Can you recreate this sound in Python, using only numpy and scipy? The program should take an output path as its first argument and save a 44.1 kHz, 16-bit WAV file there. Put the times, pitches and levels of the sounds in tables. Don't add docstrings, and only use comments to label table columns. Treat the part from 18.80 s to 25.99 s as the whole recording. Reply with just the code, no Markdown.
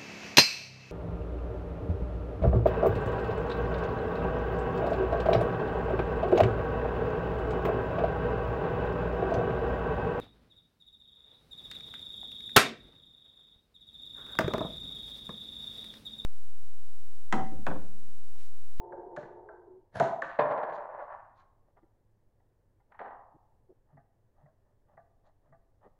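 import sys
import numpy as np
from scipy import signal
from scipy.fft import rfft, irfft
from scipy.io import wavfile
from scipy.ndimage import uniform_filter1d

SR = 44100
rng = np.random.default_rng(int(sys.argv[2]) if len(sys.argv) > 2 else 0)


def store_pcm(level_fs):
    pcm = np.round(np.clip(level_fs, -1, 1) * 32767).astype(np.int16)
    wavfile.write(sys.argv[1], SR, np.atleast_2d(pcm).T)


N = 317074
T = np.arange(N) / SR
BLOW_SAMPLES = SR / 50

# (time [s], contact [s], steel level [dB], steel pitch ratio, crack level [dB],
#  stock lag [s], stock level [dB], stock pitch ratio, thud level [dB])
BOLT_BLOWS = [(.119, .014, -56, .93, -86.5, 0.0088, -41.5, 0.83, -65),
              (.362, .012, -46, 0.98, -56.5, .011, -38, 0.89, -48.5),
              (.425, .02, -60.5, 1.12, -80.5, 0.0045, -47.5, 0.62, -54.5),
              (.686, .009, -52.5, 0.9, -92.5, .006, -51, 0.97, -79),
              (1.198, .005, -36, 0.87, -42, .0005, -26, 0.88, -41.5),
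              (1.2025, .012, -48.5, 1.1, -49.5, .0005, -20.5, 1.02, -41),
              (1.4195, .0055, -33, 1.01, -54, .002, -40.5, 0.81, -59.5)]
# (frequency [Hz], level [dB], time to fall 60 dB [s])
STOCK_MODES = [(388, -17.5, 0.21), (614, -14.5, 0.085), (664, -2, 0.089), (728, -11.5, 0.11),
               (848.4, -9.5, 0.029), (940, -18, 0.16), (1470, -32.5, 0.059)]
# (frequency [Hz], level [dB], time to fall 60 dB [s])
STEEL_MODES = [(1105, -2.5, 0.023), (1500, -10.5, .025), (1508, -3, 0.11), (1733.5, 2.5, .03),
               (1763, -7.5, .03), (2000, -11, .03), (2380, -22, .02)]
# (frequency [Hz], level [dB])
CRACK_COLOUR = [(120, -36.5), (500, -8.5), (1200, 11), (2200, 5), (2900, -2), (4300, -3.5), (4900, -13),
                (6000, -8), (7000, -6), (7700, -14), (9500, -21.5), (11000, -17), (11700, -59)]
# (frequency [Hz], level [dB])
THUD_COLOUR = [(25, -30), (60, -23.5), (95, -12.5), (142, 1), (200, -5.5), (280, -6), (450, -20.5),
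               (900, -36), (3000, -97.5)]
# (frequency [Hz], level [dB])
SLIDE_COLOUR = [(60, -11.5), (150, 7), (230, -7), (400, -11.5), (620, 5), (900, -3.5), (1250, -13),
                (1700, -2), (2400, -22.5), (4200, -24), (7000, -36.5), (9000, -43), (11100, -31.5),
                (11800, -74)]

CRACK_KNEE_HZ, CRACK_DULLING = 5165, 0.29
REBOUND_S, REBOUND_GAP_S, REBOUND_SHRINK, REBOUND_LOSS_DB = 1.221, .018, .9, 5
REBOUND_STEEL_DB, REBOUND_CRACK_DB, REBOUND_STOCK_DB, REBOUND_THUD_DB = -47, -57.5, -27.5, -36.5
SLIDE_DB, SLIDE_FULL_S, SLIDE_ENDS_S = -37.5, 1.158, 1.202
SLIDE_RISE_DB_PER_S, SLIDE_SAG_DB_PER_S, SLIDE_DROP_DB_PER_S = 1100.5, 130.5, 1501.5

# (time [s], level [dB], contact [s])
LANDINGS = [(1.587, -20.5, 0.013), (1.604, -29, 0.007), (1.615, -31, 0.0076), (1.652, -36.5, .012),
            (1.695, -35.5, 0.0089), (1.709, -30, 0.021), (1.772, -34, 0.016), (1.827, -33, 0.012),
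            (1.891, -39, .009), (1.919, -38.5, 0.012), (1.975, -42.5, 0.035), (2.138, -53, 0.026),
            (2.217, -49, 0.0075), (2.339, -58.5, 0.011)]
# (frequency [Hz], level [dB], time to fall 60 dB [s])
CASE_MODES = [(240, -24, 0.059), (445.4, -2, 0.072), (526, -13.5, .07), (610, 7, 0.051), (650, -6.5, 0.067),
              (783, 3, 0.028), (1040, -1, 0.17), (1068, -3.5, 0.17), (1126, -4, 0.14), (1366, -13.5, 0.11),
              (1420, -15.5, .1), (1590, -15, 0.15), (1693, -11.5, 0.11), (2000, -21, .1),
              (2125, -18, 0.046), (2430, -31.5, .08), (2400, -31.5, .04), (3560, -41.5, .05)]
# (frequency [Hz], level [dB], time to fall 60 dB [s])
BRASS_WALL_MODES = [(2440, -4.5, 0.12), (2500, -4.5, .04), (3570, -13, 0.12), (3987, -11.5, .012),
                    (4623, -18.5, .07)]
BRASS_WALL_DB = -49
# (time [s], level [dB], frequency [Hz], length [s])
LAST_ROCK = [(2.55, -60, 1080, 0.1)]
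# (frequency [Hz], level [dB])
ROLL_COLOUR = [(300, -0.5), (620, 10), (800, 8.5), (1000, 6.5), (1150, 2.5), (1350, -4), (1750, -4.5),
               (2100, -20), (2600, -28), (3300, -42), (4500, -50.5), (5500, -60), (9000, -85.5)]
# (time at the top [s], gain [dB], width [s])
ROLL_SURGES = [(2.145, 5.5, 0.012), (2.205, 9.5, 0.03), (2.325, 9, 0.038), (2.609, 15.5, 0.032)]
# (time [s], level [dB], length [s])
EJECTION = [(1.41, -41, 0.067), (1.45, -42.5, .15)]
# (frequency [Hz], level [dB])
SCUFF_COLOUR = [(300, -9), (600, 5.5), (1000, 9.5), (1800, 4.5), (2300, -6.5), (3400, -15), (4600, -24),
                (5200, -39.5), (7000, -46.5), (12000, -85.5)]

LANDING_THUD_DB, LANDING_THUD_FADE_DB_PER_S = -44.5, 57.5
LANDING_SCUFF_DB, LANDING_SCUFF_S = -13, .025
ROLL_DB, ROLL_RISE_DB_PER_S, ROLL_SAG_DB_PER_S = -30.5, 4001, 30.5
ROLL_ENDS_S, ROLL_DROP_DB_PER_S = 2.387, 134
ROLL_EDGE_HZ, ROLL_LAST_EDGE_HZ, ROLL_THINS_S, ROLL_THINNING_S = 340, 1400, 2.426, 0.1

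# (time [s], box level [dB], brass clink level [dB], bench knock level [dB])
RATTLE = [(4.119, -63.5, -63.5, -90), (4.144, -58.5, -68.5, -92), (4.1905, -49.5, -49.5, -73),
          (4.202, -46, -57, -48), (4.211, -44.5, -57.5, -47.5), (4.244, -49.5, -64, -68),
          (4.256, -46.5, -61.5, -56.5), (4.278, -50.5, -68, -54), (4.305, -50.5, -67, -61)]
# (frequency [Hz], level [dB], time to fall 60 dB [s])
BOX_MODES = [(574, -15, 0.07), (687, 5, 0.16), (787, 16, 0.052), (863, 11.5, 0.074), (983, 10.5, 0.048),
             (1210, 9, 0.018), (1513, 0, 0.08), (1708, 0.5, 0.12), (2080, -41, .03), (2450, -23, .02)]
# (frequency [Hz], level [dB])
CLINK_COLOUR = [(300, -16), (900, 1), (1400, 3.5), (1900, 4.5), (2300, -7.5), (2700, -13.5), (3600, -23.5),
                (4500, -31), (4900, -44), (8000, -70)]
# (frequency [Hz], level [dB], time to fall 60 dB [s])
BENCH_MODES = [(307, -11, 0.079), (442, -5, 0.074), (534, 7.5, 0.028)]
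SETTLE_S, SETTLE_GAP_S, SETTLE_DB, SETTLE_LOSS_DB, SETTLE_TOP_HZ = 4.325, 0.03, -60, 7.5, 1700

# (time [s], click level [dB], pitch ratio, rub level [dB], bump level [dB])
DIAL_CLICKS = [(5.167, -58, 1.016, -66.5, -54.5), (5.654, -63.5, 0.92, -64, -56.5),
               (6.169, -53.5, 1, -63.5, -66), (6.72, -59, 1.0, -69, -61)]
DETENT_S, DETENT_HOME_S, DETENT_HOME_DB = 0.018, .021, -7
DETENT_TICK_DB = -12
GRIP_LEAD_S, GRIP_S = .12, 0.15
PRESS_LEAD_S, PRESS_S, PRESS_HZ = 0.045, 0.075, 141.3

# (time [s], level [dB], contact [s], pitch ratio)
FINGER_TAPS = [(2.966, -69, 0.01, 1.21), (3.028, -75.5, 0.006, 1.17), (3.599, -76.5, .0072, 1.12),
               (3.998, -73, .0074, 1.2), (7.046, -63.5, .021, 0.74)]
# (frequency [Hz], level [dB], time to fall 60 dB [s])
GEAR_MODES = [(669.4, 4.5, 0.12), (708, 1, 0.17), (808, 0, 0.081), (800, -11.5, 0.018), (1176, -6, 0.12),
              (1528, -9, 0.067), (1720, -6, 0.038), (2680, -18, 0.096)]
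# (time [s], level [dB],
# length [s])
HAND_RUBS = [(2.71, -79, 0.073), (2.85, -72, 0.073), (2.956, -64, 0.051), (4.09, -66, 0.064),
             (5.8, -73.5, 0.17), (6.42, -64, 0.11), (7.0, -57.5, 0.1)]
# (frequency [Hz], level [dB])
RUB_COLOUR = [(300, -19.5), (480, -12), (590, 6), (720, 0), (860, 0.5), (1030, -8.5), (1220, -5.5),
              (1480, -18), (1850, -11), (2200, -31), (3200, -35), (5000, -52)]
# (time [s], level [dB], length [s])
SLEEVE_SWISHES = [(1.916, -66.5, 0.078), (2.212, -88, 0.076), (2.534, -75.5, 0.12), (6.431, -83, 0.077)]
# (frequency [Hz], level [dB])
SLEEVE_COLOUR = [(1500, -4.5), (3200, -1.5), (4200, 2), (5200, -12), (6000, -8.5), (7200, -10),
                 (8200, -54.5), (12000, -50)]
# (time [s], level [dB], frequency [Hz], length [s])
ARM_BUMPS = [(2.96, -69, 417, 0.039), (3.025, -62, 345, 0.025), (4.535, -62, 312, 0.042),
             (4.54, -64, 147, 0.029), (4.886, -55, 374, 0.048), (7.05, -58.5, 409, .03),
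             (7.052, -65, 229, 0.038)]

# (frequency [Hz], level [dB])
ECHO_COLOUR = [(100, -18.5), (280, -24.5), (350, -2), (420, 1.5), (480, -3.5), (600, -10.5), (780, -9.5),
               (900, -1), (1020, -15.5), (1120, -30.5), (1800, -40.5), (2400, -64), (5000, -83)]
# (frequency [Hz], level at start [dB], time to fall 60 dB [s])
PANEL_MODES = [(355, -54, 16), (714, -55.5, 3), (890, -50.5, 1.8), (883, -70, 2.5), (1130, -81.5, 3)]
# (time [s], level [dB], length [s])
FAR_RETURNS = [(0.175, -48, 0.034), (0.261, -46, 0.024), (0.875, -52, 0.019), (0.891, -50, 0.055),
               (0.929, -50.5, .055), (0.969, -55, 0.043), (1.024, -64, 0.017)]
RETURN_HZ = 369.8
ECHO_DB, ECHO_SAG_DB_PER_S, ECHO_ENDS_S, ECHO_DROP_DB_PER_S = -48, 7, .71, 57.5

# (frequency [Hz], time to fall 60 dB [s], level [dB])
ROOM_DECAY = [(100, .4, -3.5), (249, 0.57, 1), (450, 0.47, -4), (810, .93, 2), (1389, 0.55, -2),
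              (2960, 0.42, -1.5), (5920, 0.39, -1.5), (11090, 0.55, -8)]
# (frequency [Hz], level [dB])
AIR_COLOUR = [(20, 9), (45, 0), (80, -2), (108, 4), (140, -7.5), (270, -13), (360, -12), (560, -12.5),
              (680, -19), (950, -21), (1300, -30), (1750, -28.5), (2400, -38.5), (4000, -41), (15500, -44)]
AIR_DB = -67.5
TOP_HZ = 15700


def bolt():
    body, steel, crack = np.zeros((3, N))
    for (s, length, steel_db, steel_ratio, crack_db,
         lag, stock_db, stock_ratio, thud_db) in list(BOLT_BLOWS) + rebounds():
        add(steel, s, undb(steel_db) * strike(STEEL_MODES, length, steel_ratio, top_hz=2100))
        add(crack, s, undb(crack_db) * blow(tint(contact(length), crack_colour(crack_db))))
        add(body, s + lag, undb(stock_db) * strike(STOCK_MODES, 0.007, stock_ratio, top_hz=1510))
        add(body, s + lag, undb(thud_db) * blow(tint(contact(0.014), THUD_COLOUR)))
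    slide_db = SLIDE_DB + envelope(SLIDE_FULL_S, SLIDE_ENDS_S, SLIDE_SAG_DB_PER_S,
                                   SLIDE_DROP_DB_PER_S, SLIDE_RISE_DB_PER_S)
    scrape = unit(tint(grains(6600, 0.86), SLIDE_COLOUR)[:N]) * undb(slide_db)
    return body, steel, crack + scrape


def rebounds(count=4):
    s, rows = REBOUND_S, []
    for k in range(count):
        loss = k * REBOUND_LOSS_DB
        rows.append((s, .012, REBOUND_STEEL_DB - loss, 1.1, REBOUND_CRACK_DB - loss,
                     .001, REBOUND_STOCK_DB - loss, 1, REBOUND_THUD_DB - loss))
        s += REBOUND_GAP_S * REBOUND_SHRINK ** k
    return rows


def crack_colour(crack_db):
    softer = max(row[4] for row in BOLT_BLOWS) - crack_db
    return [(hz, db - CRACK_DULLING * softer * max(np.log2(hz / CRACK_KNEE_HZ), 0))
            for hz, db in CRACK_COLOUR]


def spent_case():
    out = rolling_case() + swells(LAST_ROCK, spread=.5)
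    for s, db, length in LANDINGS:
        thud_db = LANDING_THUD_DB - LANDING_THUD_FADE_DB_PER_S * (s - LANDINGS[0][0])
        add(out, s, undb(db) * strike(CASE_MODES, length, top_hz=2320))
        add(out, s, undb(thud_db) * blow(tint(contact(0.024), THUD_COLOUR)))
    return out


def rolling_case():
    ticks = grains(2200, 0.69)
    ringing = signal.fftconvolve(ticks, ring(CASE_MODES))[:N]
    band = signal.butter(4, [300, 2400], "band", fs=SR, output="sos")
    ringing = signal.sosfilt(band, ringing)
    source = unit(tint(ticks, ROLL_COLOUR)[:N]) + undb(-9.5) * unit(ringing)
    hz, s, frames = signal.stft(source, SR, nperseg=SR // 86)
    progress = 1 / (1 + np.exp((ROLL_THINS_S - s) / ROLL_THINNING_S))
    edge = ROLL_EDGE_HZ + (ROLL_LAST_EDGE_HZ - ROLL_EDGE_HZ) * progress
    thinning = 1 - 1 / (1 + (hz[:, None] / edge) ** 6)
    rolling = signal.istft(frames * thinning, SR)[1][:N]
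    rolling /= np.sqrt(uniform_filter1d(rolling ** 2, SR // 10))
    roll_db = ROLL_DB + envelope(LANDINGS[0][0] + 0.004, ROLL_ENDS_S, ROLL_SAG_DB_PER_S,
                                 ROLL_DROP_DB_PER_S, ROLL_RISE_DB_PER_S)
    surge_db = sum(db * np.exp(-((T - top) / width) ** 2) for top, db, width in ROLL_SURGES)
    return rolling * undb(roll_db + surge_db + 0.99 * walk(66))


def brass_ring():
    out = np.zeros(N)
    add(out, LANDINGS[0][0], undb(BRASS_WALL_DB) * strike(BRASS_WALL_MODES, 0.028, top_hz=4500))
    return out


def scuffs():
    out = strokes(EJECTION, SCUFF_COLOUR)
    for s, db, _ in LANDINGS:
        add(out, s, undb(db + LANDING_SCUFF_DB) * blow(tint(contact(LANDING_SCUFF_S), SCUFF_COLOUR)))
    return out


def cartridges(count=3):
    out = np.zeros(N)
    for s, box_db, clink_db, knock_db in RATTLE:
        ratio = 1 + .06 * rng.standard_normal()
        add(out, s, undb(box_db) * strike(BOX_MODES, .009, ratio, top_hz=2420))
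        add(out, s, undb(clink_db) * blow(tint(contact(0.01), CLINK_COLOUR)))
        add(out, s, undb(knock_db) * strike(BENCH_MODES, 0.0074, top_hz=820))
    for k in range(count):
        knock = strike(BOX_MODES, .018, top_hz=SETTLE_TOP_HZ)
        add(out, SETTLE_S + k * SETTLE_GAP_S, undb(SETTLE_DB - k * SETTLE_LOSS_DB) * knock)
    return out


def scope_dial():
    out = np.zeros(N)
    for s, db, ratio, _, _ in DIAL_CLICKS:
        home_db = db + DETENT_HOME_DB
        add(out, s, undb(db) * strike(GEAR_MODES, DETENT_S, ratio, top_hz=1300))
        add(out, s, undb(db + DETENT_TICK_DB) * strike(STEEL_MODES, 0.018, 1.1, top_hz=2200))
        add(out, s + DETENT_HOME_S, undb(home_db) * strike(GEAR_MODES, DETENT_S, ratio, top_hz=1900))
    grips = [(s - GRIP_LEAD_S, rub_db, GRIP_S) for s, _, _, rub_db, _ in DIAL_CLICKS]
    presses = [(s - PRESS_LEAD_S, bump_db, PRESS_HZ, PRESS_S) for s, _, _, _, bump_db in DIAL_CLICKS]
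    return out + strokes(grips, RUB_COLOUR) + swells(presses, spread=0.5)


def handling():
    out = np.zeros(N)
    for s, db, length, ratio in FINGER_TAPS:
        add(out, s, undb(db) * strike(GEAR_MODES, length, ratio, top_hz=2600))
    return out + strokes(HAND_RUBS, RUB_COLOUR) + strokes(SLEEVE_SWISHES, SLEEVE_COLOUR)


def arm_bumps():
    return swells(ARM_BUMPS, spread=0.77)


def shot_echo():
    echo_db = ECHO_DB + envelope(0, ECHO_ENDS_S, ECHO_SAG_DB_PER_S, ECHO_DROP_DB_PER_S)
    scatter = noise(ECHO_COLOUR) * undb(echo_db + 1.9 * walk(40))
    panels = np.zeros(N)
    for hz, db, t60 in PANEL_MODES:
        level = undb(db - 60 * T / t60 + 3.2 * walk(12))
        panels += level * np.sin(2 * np.pi * hz * T + .5 * walk(38))
    fade = 1 / (1 + (T / .92) ** 12)
    returns = [(s, db, RETURN_HZ, length) for s, db, length in FAR_RETURNS]
    return scatter + panels * fade + swells(returns, spread=0.14)


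def room(x):
    t = T[:SR]
    hz, t60, db = np.transpose(ROOM_DECAY)
    octaves = np.log2(np.maximum(np.fft.rfftfreq(SR, 1 / SR), 1))
    reflections, response = rfft(rng.standard_normal(SR)), 0
    for centre in np.arange(6, 14.5, .5):
        band = irfft(reflections * np.maximum(1 - 2 * np.abs(octaves - centre), 0))
        decay = np.interp(centre, np.log2(hz), t60) / np.log(1000)
        gain = undb(np.interp(centre, np.log2(hz), db)) * np.sqrt(2 / (decay * SR))
        response = response + band * np.exp(-t / decay) * gain
    build_up = 1 - np.exp(-t / 0.019)
    return signal.fftconvolve(x, response * build_up)[:N]


def still_air():
    return noise(AIR_COLOUR) * undb(AIR_DB + .5 * walk(4))


def strike(modes, length, ratio=1, top_hz=4500):
    edges = [.55 * modes[0][0], min(top_hz, SR / 3)]
    band = signal.butter(4, edges, "band", fs=SR, output="sos")
    return blow(signal.sosfilt(band, signal.fftconvolve(contact(length), ring(modes, ratio))))


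def contact(length):
    age = T[:8192] / length
    shape = np.sqrt(age) * np.exp(-2 * age)
    force = rng.standard_normal(len(age)) * shape
    for _ in range(4):
        force = irfft(np.exp(1j * np.angle(rfft(force)))) * np.sqrt(shape)
    return force


def ring(modes, ratio=1):
    t = T[:SR // 3]
    out = np.zeros(len(t))
    for turn, (hz, db, t60) in enumerate(modes, 1):
        decay = np.exp(-np.log(1000) * t / t60)
        out += undb(db) / np.sqrt(t60) * np.cos(2 * np.pi * hz * ratio * t + turn) * decay
    return out


def strokes(rows, colour):
    out, slips = np.zeros(N), tint(grains(3500, 2.9), colour)
    for s, db, length in rows:
        window = np.hanning(int(length * SR))
        add(out, s, undb(db) * blow(window * slips[int(s * SR):][:len(window)]))
    return out


def swells(rows, spread):
    out = np.zeros(N)
    for s, db, hz, length in rows:
        t = T[:int(length * SR)]
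        colour = [(hz / 4, -30), (hz / 2, -14), (hz, 0), (hz * 2, -18), (hz * 8, -70)]
        blur = noise(colour)[:len(t)]
        tone = np.sin(2 * np.pi * hz * t)
        add(out, s, undb(db) * blow(np.sin(np.pi * t / length) * (tone + spread * blur)))
    return out


def grains(rate, scatter_db):
    hits = rng.random(N) < rate / SR
    return hits * rng.standard_normal(N) * undb(scatter_db * rng.standard_normal(N))


def noise(colour):
    return unit(tint(rng.standard_normal(N), colour)[:N])


def tint(x, colour):
    size = 8192
    hz, db = np.transpose(colour)
    grid = np.maximum(np.fft.rfftfreq(size, 1 / SR), 1)
    cepstrum = irfft(np.log(undb(np.interp(np.log(grid), np.log(hz), db))))
    cepstrum[1:size // 2] *= 2
    cepstrum[size // 2 + 1:] = 0
    return signal.fftconvolve(x, irfft(np.exp(rfft(cepstrum))))


def envelope(start, end, sag_db_per_s, drop_db_per_s, rise_db_per_s=0):
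    rise = rise_db_per_s * np.maximum(start - T, 0)
    sag = sag_db_per_s * np.clip(T - start, 0, end - start)
    drop = drop_db_per_s * np.maximum(T - end, 0)
    return -rise - sag - drop


def walk(rate):
    knots = rng.standard_normal(1024)
    return np.interp(T * rate, np.arange(len(knots)), knots)


def undb(db):
    return 10 ** (np.asarray(db) / 20)


def unit(x):
    return x / np.sqrt(np.mean(x ** 2))


def blow(x):
    return x * np.sqrt(BLOW_SAMPLES / np.sum(x ** 2))


def add(out, s, x):
    start = max(int(s * SR), 0)
    out[start:start + len(x)] += x[:N - start]


def scene():
    body, steel, crack = bolt()
    case = spent_case() + scuffs()
    box = cartridges()
    gear = handling() + scope_dial()
    rifle_send = undb(-2.5) * body + undb(-1) * steel + undb(3.5) * crack
    bench_send = undb(-4.5) * case + undb(1.0) * box + undb(-8.5) * gear
    reflections = room(rifle_send + bench_send)
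    direct = body + steel + crack + case + brass_ring() + box + gear + arm_bumps()
    return (shot_echo() + direct + reflections + still_air())[None]


def record(dry):
    return signal.sosfilt(signal.ellip(8, .2, 70, TOP_HZ, fs=SR, output="sos"), dry)


dry = scene()
out = record(dry)
store_pcm(out)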